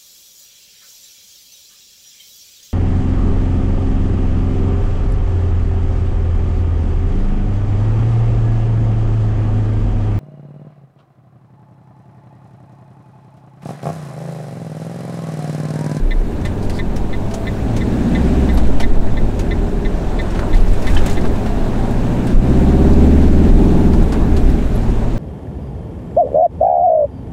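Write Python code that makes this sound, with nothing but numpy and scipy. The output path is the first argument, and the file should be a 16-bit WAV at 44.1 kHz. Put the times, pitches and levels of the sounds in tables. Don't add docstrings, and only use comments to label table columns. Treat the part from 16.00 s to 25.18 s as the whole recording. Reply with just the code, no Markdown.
import sys
import numpy as np
from scipy import signal
from scipy.io import wavfile
from scipy.ndimage import uniform_filter1d, minimum_filter1d

SR = 44100
rng = np.random.default_rng(int(sys.argv[2]) if len(sys.argv) > 2 else 0)


def to_wav(s):
    ch = np.atleast_2d(s).T
    pcm = np.round(np.clip(ch, -1, 1) * 32767)
    wavfile.write(sys.argv[1], SR, pcm.astype(np.int16))


N = 404838
T = np.arange(N) / SR

# centre in Hz, width in Hz, gain in dB.
CAB = [(133, 28, 7.5), (178, 26, 12), (215, 26, 13), (250, 28, 12.5), (315, 68, 8), (398, 44, 10.5),
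       (508.4, 15.6, 1), (592, 50, -5), (745, 90, -8), (915, 78, -21)]

# time in seconds, tyre level in dB, level of hiss and clatter in dB,
# level of the air on top in dB, lift of the rumble over the roar in dB.
ROAD = [(0, -38, -46, -59, 14), (.5, -32.5, -42.5, -58.5, 12.5), (1.02, -32, -43.5, -60.5, 7.5),
        (1.45, -31.5, -40.5, -55, 10.5), (1.7, -31, -39.5, -58, 11.5), (2.3, -30, -35.5, -55, 10),
        (2.9, -31.5, -41.5, -59, 14), (3.8, -31.5, -41, -59.5, 9), (4.35, -28.5, -38.5, -59, 6),
        (4.65, -30.5, -39.5, -53.5, 7), (5.02, -29.5, -34, -51, 10.5), (5.22, -29, -38.5, -54.5, 10.5),
        (5.8, -27.5, -38, -56.5, 4), (6.5, -28.5, -37, -55.5, 9.5), (6.85, -26.5, -36.5, -53.5, -5),
        (7.25, -27.5, -35.5, -53.5, 10.5), (7.85, -28.5, -37.5, -54, 12), (8.2, -29, -39.5, -55.5, 15),
        (8.6, -31.5, -39, -56, 13.5), (9.18, -30, -41, -62, 8.5)]
# frequency in Hz, strength in dB per Hz.
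RUMBLE = [(25, -8), (36, -6), (55, -4), (87, -13), (157, -21), (250, -20.5), (400, -24.5), (600, -36),
          (1500, -110)]
# frequency in Hz, strength in dB per Hz.
ROAR = [(250, -15.5), (420, -6), (600, -1.5), (920, -4.5), (1150, -9.5), (1600, -27.5), (2500, -66),
        (5000, -110)]
# frequency in Hz, strength in dB per Hz.
HISS = [(710, -10.5), (1200, 0), (1560, 3), (2070, -3), (2550, -4), (3220, -8), (3760, -7.5), (4750, -13.5),
        (7850, -15), (9500, -22), (12400, -53), (20900, -120)]
# frequency in Hz, strength in dB per Hz.
AIR = [(7000, -21), (9500, -2.5), (11400, -5.5), (13000, -5), (15800, -7.5)]

# time in seconds,
# level of the 7 Hz swing in dB, of the 19 Hz shake in dB, of the 30 Hz thud in dB.
ROCKING = [(0, -31, -33, -30), (1, -28, -32, -33), (2.3, -34, -30, -27), (3.4, -24, -26, -25),
           (4.3, -34, -25, -26), (5.6, -25, -24, -25), (6.2, -27, -17, -24), (6.6, -27, -19, -21),
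           (7.8, -33, -18, -20), (8.3, -22, -18, -21), (9.18, -25, -20, -22)]
BODY_HZ = [7.0, 19.0, 30.0]
SURGE_DB = 3
# middle in seconds, pitch in Hz,
# length in seconds, peak in dB.
BUMPS = [(0.123, 30, 0.34, -9), (0.695, 17, 0.11, -12), (1.032, 7, 0.81, -17.5), (2.629, 15.6, 0.14, -9.5),
         (2.843, 6.84, 0.81, -4), (2.944, 21.4, 0.19, -6), (3.191, 19, 0.19, -9.5), (3.296, 15.4, 0.2, -17),
         (4.575, 21, 0.15, -10), (4.598, 28, 0.17, -3), (4.704, 30, 0.059, -3.5), (4.802, 7.6, 0.68, -10),
         (4.926, 31, 0.1, -6), (4.959, 74, 0.11, -11.5), (5.01, 14, 0.17, -2.5), (5.253, 56, 0.11, -17),
         (5.19, 6.4, 0.41, -10), (5.847, 18, 0.12, -35), (6.37, 25, 0.087, 3), (6.598, 29, 0.13, -14),
         (6.939, 17, 0.056, 3), (6.963, 20, 0.2, -5.5), (7.357, 18, 0.27, -9), (7.552, 32, 0.25, -4.5),
         (7.567, 64, 0.11, -13), (7.817, 20.4, 0.16, -9.5), (8.026, 30, 0.13, -6.5), (8.072, 40, 0.16, -18),
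         (8.216, 27, 0.078, -11), (8.47, 31, 0.081, -6.5), (8.783, 20, 0.14, -7.5)]

# time in seconds, rough peak in dB, centre of the bright part in Hz,
# relative level of the low part in dB, relative level of the sharp edge in dB.
RATTLES = [(0.413, -39, 6000, -3, -16), (0.4524, -29, 7550, 6.5, -10), (0.627, -32, 4430, -10, -11),
           (0.647, -34, 4370, -10, -16), (0.697, -27, 4500, 2, -5), (0.962, -28, 5420, 0, -7),
           (1.3097, -32, 5210, 0, -16), (1.3395, -23, 6420, -4, -13), (1.765, -25.5, 6330, 1, -16),
           (2.5734, -25, 4070, -1, -14), (2.648, -40.5, 2900, 7, -18), (2.67, -38, 8000, -2, -16),
           (2.7995, -24.5, 4700, 7, -15), (2.804, -24.5, 5200, 4, -12), (3.393, -25, 6240, 1.5, -11),
           (4.2148, -35, 3960, -8, -5), (4.305, -34, 5070, -9, -22), (4.3478, -39, 2800, 13, -18),
           (4.374, -39, 6000, -4, -5), (4.392, -30.5, 4270, 1, -12), (4.5449, -30.5, 4300, 6, -14),
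           (4.567, -31, 4330, -2, -14), (4.6018, -35, 4710, -5, -14), (4.6794, -34, 4710, -7, -14),
           (4.733, -34, 7440, -4, -8), (4.8215, -30.5, 5340, 0, -16), (4.8683, -27, 4010, 3, -11),
           (4.9, -35, 4880, 0, -14), (4.9475, -26.5, 7380, -2, -16), (5.0612, -21.5, 7400, 1.5, -4),
           (5.097, -24.5, 6400, -2, -7), (5.1115, -27, 4600, -6, -16), (5.1294, -28, 7290, -9, -14),
           (5.2101, -31, 4680, -10, -14), (5.253, -32, 4600, -7, -14), (5.2744, -39, 4450, -2, -14),
           (5.3564, -36, 3000, 7, -20), (5.461, -33.5, 3200, 10, -20), (5.909, -39, 4190, 3, 3),
           (6.269, -33, 8140, 6, 0), (6.2994, -40, 4383, 9, -12), (7.9331, -30, 4470, -10, -16),
           (6.9326, -29, 4200, -4, -14), (8.0242, -36, 6890, -2, -3), (8.1223, -25, 4370, -0.5, -22),
           (8.366, -25.5, 4220, 0, -19), (8.4998, -40, 5080, -10, 5), (8.9012, -37, 5320, -5, -14)]
KNOCK_CREST_DB = 7
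KNOCK_LOW_HZ = 720
KNOCK_T60_S, BRIGHT_T60_S, SHARP_T60_S = 0.12, 0.054, 0.045
# time in seconds, rough peak in dB, centre in Hz.
THUDS = [(1.094, -24, 710), (2.577, -14, 677), (4.155, -19, 520), (4.352, -25, 1300), (4.39, -24, 1500),
         (4.429, -16.5, 830), (4.461, -23, 710), (4.668, -33, 610), (4.789, -15, 524), (4.836, -19, 600),
         (4.934, -18, 620), (4.963, -15, 845), (5.161, -22, 580), (5.218, -18, 570), (5.24, -14, 560),
         (5.317, -22, 520), (5.455, -23, 610), (8.124, -23, 1100)]
THUD_T60_S, THUD_SPREAD = 0.11, 1.47
CLACK_S, CLACK_DB = 4.967, -23.5
# pitch in Hz, relative level in dB, 60 dB decay in seconds.
CLACK = [(1600, -8, 0.036), (1730, 5, 0.051), (1900, -8, .03), (2480, -6, .035), (2660, 1, 0.055),
         (2990, -8, .04), (3070, 6, 0.062), (3350, -2, 0.027)]
# start in seconds, end in seconds,
# first pitch in Hz, last pitch in Hz, peak in dB.
HUMS = [(1.116, 1.654, 665, 657, -31), (2.85, 3.2, 665, 659, -33), (5.4, 5.8, 666, 674, -33)]
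# start in seconds, end in seconds,
# lowest Hz, highest Hz, level at the middle in dB.
SCRAPES = [(0.708, 0.822, 1500, 9000, -44), (0.711, 0.81, 4240, 5070, -44), (4.345, 4.38, 500, 2000, -36),
           (4.386, 4.401, 600, 1900, -25), (4.398, 4.5, 500, 1400, -44), (4.825, 4.983, 1500, 9000, -43),
           (4.96, 5.003, 500, 4200, -29), (5.032, 5.08, 600, 3000, -47), (5.232, 5.28, 800, 2070, -32),
           (8.102, 8.2, 350, 1400, -31), (7.91, 7.967, 500, 1490, -33), (2.53, 2.565, 11300, 11900, -43),
           (8.745, 8.775, 10600, 11500, -45), (4.883, 4.915, 1700, 2500, -34), (8.19, 8.26, 500, 1100, -32),
           (8.56, 8.61, 1900, 3200, -42)]
SLIPS_PER_S, SLIP_SPREAD_DB = 500, 3

# pitch in Hz, relative level in dB, 60 dB decay in seconds.
SOUNDER = [(1730, -16, .04), (1810, -5, .05), (1918, -6, .05), (2028, -3.5, .05), (2148, -8, .04)]
# pitch in Hz, relative level in dB, 60 dB decay in seconds.
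SOUNDER_TOP = [(3526, 0, .043), (3630, -4, .04), (3830, -9, .035), (4008, -10, .03), (5500, -20, .04)]
FIRST_TICK_S, TICK_EVERY_S, TICK_COUNT = .1088, .34006, 15
STRONG_DB, WEAK_DB = -19.5, -23.5
UPPER_DB, UPPER_FOLLOWS = -26.5, .8
# time in seconds, level in dB.
LAST_TICKS = [(5.078, -28.5), (5.1692, -23.5)]
# lowest Hz, highest Hz.
BUZZ_HZ = [(1600, 2450), (3400, 4200)]
BUZZ_DB, BUZZ_T60_S = -12, .035

# time in seconds, firings a second in Hz.
FIRING = [(0.0, 33.6), (0.55, 48.5), (0.95, 42.9), (1.2, 51.5), (1.55, 52.5), (1.9, 60.0), (2.15, 62.6),
          (2.4, 66.9), (2.9, 52.8), (3.15, 54.6), (3.3, 51.9), (3.45, 40.3), (3.8, 38.4), (4.1, 42.1),
          (4.6, 44.3), (4.85, 45.5), (5.05, 49.8), (5.55, 51.3), (6.1, 57.8), (6.7, 67.3), (7.6, 79.9),
          (7.9, 82.7), (8.1, 76.0), (8.3, 71.7), (8.5, 63.4), (8.95, 54.3), (9.18, 56.8)]
# multiple of the firing rate, relative level in dB.
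GROWL = [(1.75, 1), (2.25, 0), (2.5, -3.5), (2.75, 0), (3, -.5), (3.25, -5.5), (3.5, -1), (3.75, -3),
         (4, -2), (4.25, -1.5), (4.5, -2.5), (4.75, -6), (5, -3), (5.5, -3), (5.75, -4.5), (6, -4),
         (6.75, -10), (7, -5), (7.75, -4), (8, -1.5), (8.25, -2), (8.75, -5), (9, -6.5), (9.5, -6),
         (10, -4), (10.5, 4), (11, -2), (12, -4)]
# time in seconds, growl level in dB, tone at the firing rate in dB.
LOAD = [(0, -56, -34), (.6, -46, -32), (1.1, -47, -27), (1.7, -45, -31), (2.1, -37, -22),
        (2.5, -39.5, -16.5), (2.85, -47, -24), (3.3, -45.5, -30), (3.5, -42, -19), (4.1, -45, -22),
        (4.6, -45, -22), (4.8, -45, -31), (5.6, -43.5, -31), (5.9, -41, -30), (6.25, -41, -25),
        (6.5, -37, -13.5), (7.1, -32.5, -14), (7.9, -33.5, -17), (8.08, -42, -20), (8.45, -42, -14.5),
        (8.8, -45, -26), (9.18, -45, -30)]
# time in seconds, level in dB.
SECOND = [(0, -32.5), (.5, -27), (1.1, -30), (1.9, -23.5), (2.4, -24.5), (2.9, -31), (3.4, -24), (3.9, -31),
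          (4.5, -24.5), (5.3, -30), (5.7, -28.5), (6.5, -16.5), (7, -21), (7.5, -37), (8.4, -33),
          (8.8, -24), (9.18, -24.5)]
WAVER_DB = 1.5
FULL_LOAD_DB, UNEVEN = -37, .45

EDGE_HZ = 15745


def amp(db):
    return 10 ** (np.asarray(db) / 20)


def evened(x):
    return x / np.sqrt(np.mean(x ** 2) + 1e-20)


def curves(rows):
    times, *columns = np.transpose(rows)
    return [np.interp(T, times, column) for column in columns]


def add(mix, start_s, sound):
    part = mix[round(start_s * SR):][:len(sound)]
    part += sound[:len(part)]


def drift(top_hz):
    t = T[::128]
    rates = top_hz * np.geomspace(1 / 10, 1, 12)
    slow = sum(np.sin(2 * np.pi * (f * t + rng.random())) / np.sqrt(f) for f in rates)
    return np.interp(T, t, evened(slow))


def band(x, lo_hz, hi_hz):
    edges = np.clip([lo_hz, hi_hz], 20, SR / 2 - 2000)
    return signal.sosfilt(signal.butter(2, edges, "band", fs=SR, output="sos"), x)


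def cab(hz):
    booms = sum(amp(db) / (1 + (2 * (hz - centre) / width) ** 2) for centre, width, db in CAB)
    return amp(-20) + booms


def noise(points, patchy_db, boom, size):
    hop = size // 4
    hz = np.fft.rfftfreq(size, 1 / SR)
    real, imaginary, patches = rng.standard_normal((N // hop + 5, len(hz), 3)).T
    patches = uniform_filter1d(patches, size=12, axis=0)
    patches = evened(uniform_filter1d(patches, size=10, axis=1))
    point_hz, point_db = np.transpose(points)
    colour = amp(np.interp(np.log(hz + 1), np.log(point_hz + 1), point_db)) * cab(hz) ** boom
    spectra = (real + 1j * imaginary) * colour[:, None] * amp(patchy_db * patches)
    return evened(signal.istft(spectra, nperseg=size, noverlap=size - hop)[1][:N])


def ring(modes, t, rise_s, flip):
    tones = (flip ** k * amp(db - 60 * t / t60) * np.sin(2 * np.pi * hz * t)
             for k, (hz, db, t60) in enumerate(modes))
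    return (1 - np.exp(-t / rise_s)) * sum(tones)


def grit(count):
    slips = (rng.random(count) < SLIPS_PER_S / SR) * amp(SLIP_SPREAD_DB * rng.standard_normal(count))
    return evened(slips * rng.choice([-1, 1], count)) + 0.74 * rng.standard_normal(count)


def road(turns):
    tyres_db, hiss_db, air_db, lift_db = curves(ROAD)
    tyres = amp(lift_db) * noise(RUMBLE, patchy_db=1.5, boom=0.3, size=2048)
    tyres += noise(ROAR, patchy_db=1.06, boom=0.35, size=2048)
    chop = 1 + 0.049 * np.cos(2 * np.pi * turns) + 0.034 * np.cos(4 * np.pi * turns)
    hiss = amp(hiss_db) * chop * noise(HISS, patchy_db=1.04, boom=0, size=512)
    hiss += amp(air_db) * noise(AIR, patchy_db=1.0, boom=0, size=512)
    flicker = amp(0.23 * drift(22))
    return amp(tyres_db) * tyres + flicker * hiss


def body():
    out = np.zeros(N)
    for level_db, middle_hz in zip(curves(ROCKING), BODY_HZ):
        surge = amp(SURGE_DB * drift(6))
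        hz = middle_hz * (1 + 0.1365 * drift(4))
        out += np.sqrt(2) * amp(level_db) * surge * np.sin(2 * np.pi * np.cumsum(hz) / SR)
    for middle_s, hz, length_s, db in BUMPS:
        t = np.arange(0, length_s, 1 / SR)
        fade = signal.windows.tukey(len(t), .6)
        swing = amp(db) * fade * np.cos(2 * np.pi * hz * (t - length_s / 2))
        start_s = middle_s - length_s / 2
        add(out, max(start_s, 0), swing[round(max(-start_s, 0) * SR):])
    return out


def knocks():
    out, t = np.zeros(N), np.arange(6000) / SR
    bright_extra_db = -60 * t * (1 / BRIGHT_T60_S - 1 / KNOCK_T60_S)
    sharp_extra_db = -60 * t * (1 / SHARP_T60_S - 1 / KNOCK_T60_S)
    for s, db, hz, low_db, sharp_db in RATTLES:
        a, b, c, d = rng.standard_normal((4, len(t)))
        tone = evened(band(a, hz * .9, hz * 1.11)) * amp(bright_extra_db)
        tone += evened(band(b, 3500, 9500)) * .6
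        tone += amp(sharp_db + sharp_extra_db) * evened(band(b[::-1], 7100, 15000))
        low = evened(band(c, 550, 3440)) * 0.94
        low += evened(band(d, KNOCK_LOW_HZ - 90, KNOCK_LOW_HZ + 110)) * 0.98
        tone += amp(low_db) * low
        decay = amp(db - KNOCK_CREST_DB - 60 * t / KNOCK_T60_S)
        add(out, s - .001, decay * (1 - np.exp(-t / .0012)) * tone)
    return out


def thuds():
    out, t = np.zeros(N), np.arange(6000) / SR
    for s, db, hz in THUDS:
        dull = evened(band(rng.standard_normal(len(t)), hz / THUD_SPREAD, hz * THUD_SPREAD))
        decay = amp(db - KNOCK_CREST_DB - 60 * t / THUD_T60_S)
        add(out, s - .001, decay * (1 - np.exp(-t / 0.001)) * dull)
    return out


def fittings():
    out, t = knocks() + thuds(), np.arange(6000) / SR
    add(out, CLACK_S, amp(CLACK_DB) * ring(CLACK, t, rise_s=0.0008, flip=-1))
    for start_s, end_s, first_hz, last_hz, db in HUMS:
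        count = round((end_s - start_s) * SR)
        jitter = uniform_filter1d(rng.standard_normal(count), size=60)
        hz = np.linspace(first_hz, last_hz, count) * (1 + 0.036 * jitter)
        add(out, start_s, amp(db) * np.hanning(count) * np.sin(2 * np.pi * np.cumsum(hz) / SR))
    for start_s, end_s, lo_hz, hi_hz, db in SCRAPES:
        count = round((end_s - start_s) * SR)
        add(out, start_s, amp(db) * np.hanning(count) * evened(band(grit(count), lo_hz, hi_hz)))
    return out


def indicator():
    t = np.arange(3000) / SR
    steady = [(FIRST_TICK_S + k * TICK_EVERY_S, WEAK_DB if k % 2 else STRONG_DB) for k in range(TICK_COUNT)]
    clicks = np.zeros((2, N))
    for s, db in steady + LAST_TICKS:
        upper_db = UPPER_DB + UPPER_FOLLOWS * (db - STRONG_DB)
        clicks[:, round(s * SR)] = amp([db, upper_db])
    lower = ring(SOUNDER, t, rise_s=.0015, flip=1)
    upper = ring(SOUNDER_TOP, t, rise_s=.001, flip=1)
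    direct = signal.oaconvolve(clicks, [lower, upper], axes=1).sum(0)[:N]
    for train, (lo_hz, hi_hz) in zip(clicks, BUZZ_HZ):
        buzz = evened(band(band(rng.standard_normal(len(t)), lo_hz, hi_hz), lo_hz, hi_hz))
        buzz *= amp(BUZZ_DB - 60 * t / BUZZ_T60_S) * np.minimum(t / 0.00077, 1)
        direct += signal.oaconvolve(train, buzz)[:N]
    out = direct.copy()
    for delay_s, db in [(.00443, -3), (.00938, -4), (.0138, -8), (.0219, -17)]:
        add(out, delay_s, amp(db) * direct)
    return out


def engine():
    hz, = curves(FIRING)
    growl_db, first_db = curves(LOAD)
    second_db, = curves(SECOND)
    turns = np.cumsum(hz * (1 + .001 * drift(5))) / SR
    light_load_db = np.minimum(growl_db - FULL_LOAD_DB, 0)
    growl = np.zeros(N)
    for multiple, db in GROWL:
        between = multiple % 1 > 0
        level = amp(db + 1.8 * drift(2) + between * UNEVEN * light_load_db)
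        boom = np.interp(T, T[::128], cab(multiple * hz[::128]))
        growl += boom * level * np.cos(2 * np.pi * (multiple * turns + rng.random()))
    first = amp(first_db + WAVER_DB * drift(4.4)) * np.cos(2 * np.pi * turns)
    second = amp(second_db + WAVER_DB * drift(4)) * np.cos(4 * np.pi * turns + 1)
    return np.sqrt(2) * (first + second + amp(growl_db) * growl), turns


def scene():
    motor, turns = engine()
    return (road(turns) + body() + fittings() + indicator() + motor)[None]


def record(dry):
    recovery_db = T * 110.
    over_db = np.maximum(20 * np.log10(abs(dry[0]) + 1e-9), 0)
    ahead_db = -minimum_filter1d(-over_db, size=881)
    held_db = np.maximum.accumulate(ahead_db + recovery_db) - recovery_db
    limited = np.clip(dry / amp(uniform_filter1d(held_db, size=221)), -1, 1)
    low_pass = signal.firwin(2047, EDGE_HZ, window=("kaiser", 9), fs=SR)
    return signal.oaconvolve(limited, low_pass[None], "same")


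dry = scene()
out = record(dry)
to_wav(out)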